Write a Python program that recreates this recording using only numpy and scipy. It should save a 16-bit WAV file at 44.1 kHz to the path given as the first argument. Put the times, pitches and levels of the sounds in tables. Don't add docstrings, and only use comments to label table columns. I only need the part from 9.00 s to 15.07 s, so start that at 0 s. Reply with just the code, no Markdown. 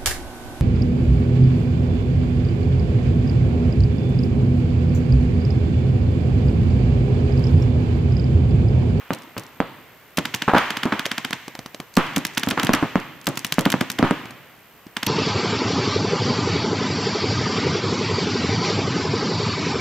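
import sys
import numpy as np
from scipy import signal
from scipy.fft import rfft, irfft, next_fast_len
from scipy.io import wavfile

SR = 44100
rng = np.random.default_rng(int(sys.argv[2]) if len(sys.argv) > 2 else 0)


def materialize(psi):
    bounded = np.clip(np.atleast_2d(psi).T, -1, 1)
    quanta = np.round(bounded * 32767).astype(np.int16)
    wavfile.write(sys.argv[1], SR, quanta)


def rack_gain(trim_db):
    fader = np.asarray(trim_db, float)
    return 10 ** (fader / 20)


N = 267687


def band(x, hz, width):
    return signal.lfilter(*signal.iirpeak(min(hz, 0.45 * SR), hz / width, fs=SR), x)


def spectrum_axis(length, hz):
    size = next_fast_len(length, True)
    axis = np.log(np.arange(size // 2 + 1) * SR / size + 1)
    return size, axis, np.log(hz)


def shape(x, points, db_scale=0.5):
    hz, db = np.transpose(points)
    length = x.shape[-1]
    size, axis, log_hz = spectrum_axis(length, hz)
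    gain = rack_gain(db_scale * np.interp(axis, log_hz, db))
    return irfft(rfft(x, size) * gain, size)[..., :length]


def delay(x, points):
    hz, turn = np.transpose(points)
    size, axis, log_hz = spectrum_axis(len(x), hz)
    rotation = np.exp(-1j * np.interp(axis, log_hz, turn))
    return irfft(rfft(x, size) * rotation, size)[:len(x)]


def unit(x):
    return x / np.sqrt(np.mean(x ** 2))


def fade(t, rise_s, t60):
    u = np.maximum(t, 0)
    return (1 - np.exp(-u / max(rise_s, 1e-5))) * rack_gain(-60 * u / t60)


def linger(energy, t60):
    keep = rack_gain(-120 / (t60 * SR))
    return signal.lfilter([1 - keep], [1, -keep], energy)


def pair(size):
    # (frequency [Hz], share [0-1])
    likeness = [(100, 0.87), (500, 0.78), (1000, 0.86), (2000, 0.86), (4000, 0.4), (9000, 0), (14000, 0.25)]
    hz, alike = np.transpose(likeness)
    alike = np.clip(alike, 0, 0.999)
    mid, side = rng.standard_normal((2, size))
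    side_db = 10 * np.log10((1 - alike) / (1 + alike))
    side = shape(side, np.transpose([hz, side_db]), 1)
    return np.array([mid + side, mid - side])


def n_wave(t, hz):
    u = 2 * np.pi * hz * t + 1
    return u * np.exp(0.5 - u ** 2 / 2)


def puff(t, hz, centre_s, width_s):
    return np.cos(2 * np.pi * hz * (t - centre_s)) * np.exp(-((t - centre_s) / width_s) ** 2 / 2)


def crack(t, noise):
    # (lag [ms], level [dB], pitch of the swing [Hz])
    crack_paths = [
        (-2.8, -9, 1800),
        (-2.1, -14, 1500),
        (0, 0, 2500),
        (.62, -4, 2200),
        (1.95, -10, 1900),
        (3.1, -15, 1500),
        (4.4, -12, 1700),
        (11.5, -27, 5500),
        (22, -31, 5500),
    ]
    paths = 0
    for (ms, db, hz), wobble in zip(crack_paths, noise[2]):
        paths = paths + rack_gain(db + 1.34 * wobble) * n_wave(t - ms / 1000, hz)
    gas = unit(band(band(noise[0], 1560, 4500), 2150, 7200)) * fade(t + 0.0022, 0.0018, 0.021)
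    jet = unit(band(band(noise[1], 13000, 6000), 13000, 9000)) * np.exp(-(t / 0.0004) ** 2)
    barrel = puff(t, 240, 0.0036, 0.0022)
    tail_db = -1.5
    return paths + rack_gain(-10.5) * gas + rack_gain(-19) * jet - rack_gain(-16.5) * barrel, tail_db


def boom(t, noise, puff_db, tail_db):
    # (lag [ms], level [dB])
    boom_echoes = [
        (11.2, -15),
        (21.5, -22),
    ]

    def shot(u):
        front = np.exp(-(u / 0.00015) ** 2)
        rebound = 0.31 * np.exp(-((u - 0.0008) / 0.00065) ** 2)
        return front - rebound + rack_gain(puff_db) * puff(u, 238, 0.0039, 0.0024) * (u > 0)

    echoes = sum(rack_gain(db) * shot(t - ms / 1000) for ms, db in boom_echoes)
    gas = unit(band(noise[0], 1300, 4000)) * fade(t, 0.0014, 0.012)
    return shot(t) + echoes + rack_gain(-43) * gas, tail_db


def splat(t, noise, lag_ms, echo_db):
    colour_hz, hold_s, tail_db = 2400, 0.0041, -2.5
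    spikes = noise[0] * rack_gain(8.4 * np.abs(noise[1]))
    top = unit(band(band(spikes, 12200, 5100), 12050, 5800))
    spray = unit(unit(band(spikes, colour_hz, 1.4 * colour_hz)) + rack_gain(-15.5) * top)
    burst = fade(t, 0.00032, 0.048) * rack_gain(-60 * np.maximum(t - hold_s, 0) / 0.014)
    bright = unit(band(band(noise[2], 6800, 7800), 4700, 13000))
    late = t - lag_ms / 1000
    echo = np.exp(-(late / 0.0011) ** 2) + 0.2 * np.exp(-((late - 0.008) / 0.00091) ** 2)
    patter = rack_gain(-28) * fade(t, 0.0029, 0.15)
    wet = spray * burst + bright * (rack_gain(echo_db) * echo + patter)
    thump = puff(t, 201, 0.0037, 0.0021)
    return rack_gain(-11.5) * wet + rack_gain(-20) * thump, tail_db


def knock(t, noise, hz, t60, drum_db):
    tail_db = -7
    bounces = np.where(np.abs(noise[0]) > 2.7, noise[0], 0.12 * noise[1])
    hollow = band(band(band(bounces, hz, 1.2 * hz), hz, 1.5 * hz), hz, 2.5 * hz)
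    rattle = unit(hollow) * fade(t, 0.001, t60)
    drum = unit(band(band(noise[2], 242, 124), 237, 320)) * fade(t, 0.00098, 0.1)
    blow = 0.6 * n_wave(-t, hz) - np.exp(-((t - 0.0019) * 4 * hz) ** 2)
    slap = unit(band(noise[1], 4000, 4800)) * fade(t - 0.0015, 0.0002, 0.004)
    return blow + rack_gain(-22.5) * slap + rack_gain(-7.5) * rattle + rack_gain(drum_db) * drum, tail_db


def far(t, noise, puff_db):
    tail_db = -3.5
    gas = unit(band(noise[0], 2000, 4500)) * fade(t, 0.00009, 0.02)
    body = unit(band(band(noise[1], 610, 460), 580, 710)) * fade(t, 0.00017, 0.017)
    crack_and_echo = n_wave(-t + 0.0006, 3670) + 0.6 * n_wave(t - 0.0019, 1500)
    barrel = puff(t, 240, 0.0011, 0.0016)
    return crack_and_echo + rack_gain(-11) * gas + rack_gain(-9) * body + rack_gain(puff_db) * barrel, tail_db


def tick(t, noise):
    hz, tail_db = 5100, -8
    spit = unit(band(band(noise[0], hz, hz), hz, 2 * hz)) * fade(t, 0.0005, 0.014)
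    return rack_gain(-23.5) * spit, tail_db


def add(track, rows, voice):
    longest, lead_s = 8192, 0.004
    for s, db, *more in rows:
        start = int((s - lead_s) * SR)
        t = (start + np.arange(longest)) / SR - s
        sound, tail_db = voice(t, rng.standard_normal((3, longest)), *more)
        sound = rack_gain(db) * sound[:N - start]
        track[0, start:start + longest] += sound
        track[1, start:start + longest] += rack_gain(tail_db) * sound


def field(send):
    # (frequency [Hz], near level [dB], near t60 [s], hill level [dB], hill t60 [s])
    bands = [(134.3, -2, 0.12, -13, 1.07), (257, -4.5, 0.13, -13.5, 0.76), (521, -2.5, 0.19, -14, 1.1),
             (1000, -2, 0.15, -8, 0.57), (1943, -6.5, 0.36, -8.5, 1.34), (2570, -9.5, 0.083, -11, 0.43),
             (5300, -7.5, 0.12, -11.5, 0.9), (8500, -22, 0.068, -38, 2.5)]
    out, noise = 0, pair(N)
    for hz, near_db, near_t60, hill_db, hill_t60 in bands:
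        energy = linger(band(band(send, hz, hz), hz, hz) ** 2, 0.013)
        near = rack_gain(2 * near_db) * linger(energy, near_t60)
        hill = rack_gain(2 * hill_db) * linger(linger(energy, 0.56), hill_t60)
        width = 0.76 * hz
        echoes = unit(band(band(band(noise, hz, hz), hz, width), hz, width))
        out = out + echoes * np.sqrt(near + hill)
    return out


def slope():
    # (time [s], level [dB])
    washes = [(-.15, -36), (1.49, -37), (1.555, -23), (1.925, -33), (2.978, -27), (3.58, -30), (3.70, -49),
              (3.74, -30.5), (3.96, -37.5), (4.995, -38), (5.04, -30)]
    # (frequency [Hz], level [dB])
    wash_colour = [(300, -30), (800, -10), (1300, 0), (2400, 0), (3200, -5), (3800, -24), (6500, -44),
                   (9000, -64)]
    wash_rise_s = (0.005, 0.045)
    wash_t60_s = (0.27, 1)
    # (frequency [Hz], level [dB])
    wash_split = [
        [(1200, 27.5), (2400, 3)],
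        [(1000, 11.5), (2000, 2.5)],
    ]
    t, out, wash = np.arange(N) / SR, 0, unit(shape(pair(N), wash_colour))
    for rise_s, t60, split in zip(wash_rise_s, wash_t60_s, wash_split):
        energy = sum((rack_gain(db) * fade(t - s, rise_s, t60)) ** 2 for s, db in washes)
        out = out + shape(wash, split) * np.sqrt(energy)
    return out


def floor():
    # (frequency [Hz], level per Hz [dB])
    air_colour = [(30, -16), (60, 2), (180, 0), (1400, -2.5), (3000, -7), (3900, -14.5), (11000, -25.5),
                  (14300, -48)]
    air = rack_gain(-49) * unit(shape(pair(N), air_colour, 1))
    hiss = pair(N)
    hiss = hiss + 0.35 * np.roll(hiss, 55, axis=1)
    hiss = shape(hiss, [(11400, -23), (11800, 5), (15750, 3), (15900, -60)])
    dip = np.cos(np.pi * (74.921 * np.arange(N) / SR - 0.49)) ** 4
    return air + rack_gain(-55) * unit(rack_gain(-10 * dip) * hiss)


def scene():
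    # (time [s], peak level [dB])
    cracks = [(1.1878, -5), (1.2553, -5.5), (1.3428, -6.5), (1.4219, -5), (1.583, -5), (1.706, -5.5),
              (1.771, -7), (1.8339, -5), (1.9949, -5.5), (2.0565, -6), (2.1163, -5), (2.1814, -6),
              (2.2493, -5.5), (2.3316, -4.5), (3.375, -2.5), (3.4344, -4), (3.5111, -3.5), (3.5983, -5.5),
              (3.67, -7.4), (3.7496, -10.5), (4.6551, -4.5), (4.7255, -5), (4.8113, -4), (4.989, -7),
              (5.9688, -7), (6.0315, -5)]
    # (time [s], peak level [dB], barrel puff [dB], tail [dB])
    booms = [(.1061, -2, -13, 1.5), (0.3667, -12.5, -15, 7.5), (.6032, 3, -14.5, -2),
             (1.1834, -1, -8, -1.5), (2.9733, 6, -11, -1), (3.1713, -5, -4.5, -0.5), (3.4728, -6.5, -2, 1),
             (3.5178, -8.5, -6.5, 4), (3.636, -9.5, -3, 4), (3.6932, 4.5, -10, 0), (3.9567, 3.5, -8, -4),
             (4.2789, -4.5, -9, 4.5), (4.5838, 3.5, -9.5, -1), (4.6623, 2, -7, -1), (4.741, 1.5, -8, -4),
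             (4.8127, -2, -9, -1.5), (5.0276, 5, -8, -2), (5.1101, 1.5, -7.5, -3)]
    # (time [s], level [dB], net echo lag [ms], net echo level [dB])
    splats = [(0.1327, -10.5, 16.3, -9), (0.379, -9, 18, -10), (1.1714, -6.5, 14.5, -9),
              (1.346, -3.5, 15.7, -16), (2.9675, -3, 16.5, -15), (3.1615, 1.5, 20, -13),
              (3.25, -1.5, 18.7, -8.5), (3.3772, -2, 19.7, -10), (3.4866, -4, 17.4, -7),
              (3.6311, -3, 17.6, -6.5), (3.7335, 1, 16.7, -13), (4.2686, -1, 20.3, -11.5),
              (4.3728, -2.5, 20.4, -11.5), (4.4468, -1.5, 21, -13), (4.522, -0.5, 19.7, -12.5),
              (4.5907, -3, 19.4, -7.5), (4.7013, -4.5, 18.8, -1.5), (4.808, -10.5, 16, -22),
              (4.9, -4, 17.7, -7.5), (6.065, -0.5, 19, -12)]
    # (time [s], level [dB], knock pitch [Hz], t60 [s])
    knocks = [(1.4793, -3.5, 870, 0.18), (1.5353, 1, 760, 0.12), (1.547, -6.5, 960, 0.25),
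              (1.563, -10, 1000, 0.23), (1.854, -15, 960, 0.25), (1.9216, -9.5, 1310, 0.093),
              (2.977, -27, 910, 0.18), (3.5744, -10, 1070, 0.089), (3.7372, -0.5, 1460, 0.037),
              (3.8258, -8, 835, 0.13), (4.9928, -10, 800, 0.059), (5.039, -11, 990, 0.15)]
    # (time [s], level [dB], puff [dB])
    far_shots = [(2.063, -10, -19), (2.3075, -14.5, -8), (2.4806, -18.5, -5), (2.5518, -19, -13.5),
                 (2.5911, -18.5, -5), (2.6606, -18, -8.5), (2.7457, -18, -10.5), (2.801, -15.5, -5.5),
                 (5.256, -27, 0), (5.3075, -24.5, -5.5), (5.8673, -32.5, 5.5)]
    # (time [s], level [dB])
    ticks = [(0.186, -12), (0.22, -13), (0.233, -15), (0.435, -9.5), (0.465, -12), (.6704, -22),
             (1.512, -32), (1.5665, -16), (1.5934, -21), (1.854, -2), (2.939, -8), (2.953, -5),
             (3.066, -10), (3.135, -19), (3.3363, -13), (3.3488, -4), (3.464, -4), (3.503, -8),
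             (3.9997, -6), (4.213, -8.5), (4.243, -10), (4.2566, -7), (4.356, -6), (4.719, -3),
             (5.108, 0.5), (5.9564, -27)]
    track = np.zeros((2, N))
    add(track, cracks, crack)
    add(track, booms, boom)
    add(track, splats, splat)
    add(track, [(s, db, hz, t60, -13.5 - db) for s, db, hz, t60 in knocks], knock)
    add(track, far_shots, far)
    add(track, ticks, tick)
    direct, send = track
    scatter = np.abs(band(direct, 12000, 5200)) * rng.standard_normal(N)
    side = rack_gain(2.5) * band(scatter, 4400, 7600)
    return direct + np.array([side, -side]) + field(send) + slope() + floor()


def roll_off(x):
    return signal.sosfilt(signal.butter(12, 16660, fs=SR, output="sos"), x)


def record(dry):
    # (frequency [Hz], level [dB])
    balance = [(25, -2), (60, -3.4), (250, -1.2), (600, .2), (1000, -.5), (2000, -1.7), (4000, .6),
               (12000, .3)]
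    # (frequency [Hz], phase [rad])
    port_phase = [(20, 0.15), (260, 0.34), (3010, -0.13), (4650, 0.69), (6370, -0.24), (9040, -0.81),
                  (11400, 0.074), (16000, 0.095)]
    left, right = shape(dry[0], balance, 0.5), shape(dry[1], balance, -0.5)
    ports = np.array([left, delay(right, port_phase)])
    ports = shape(ports, [(30, -12), (90, -11), (140, -4)])
    over = np.abs(ports - np.clip(ports, -1, 1))
    ports = ports + rack_gain(28) * linger(linger(over, 0.1), 0.45)
    held = shape(np.clip(ports, -1, 1), [(15000, 0), (15900, -22), (16500, -38), (16700, -120)])
    return roll_off(held)


dry = scene()
out = record(dry)
materialize(out)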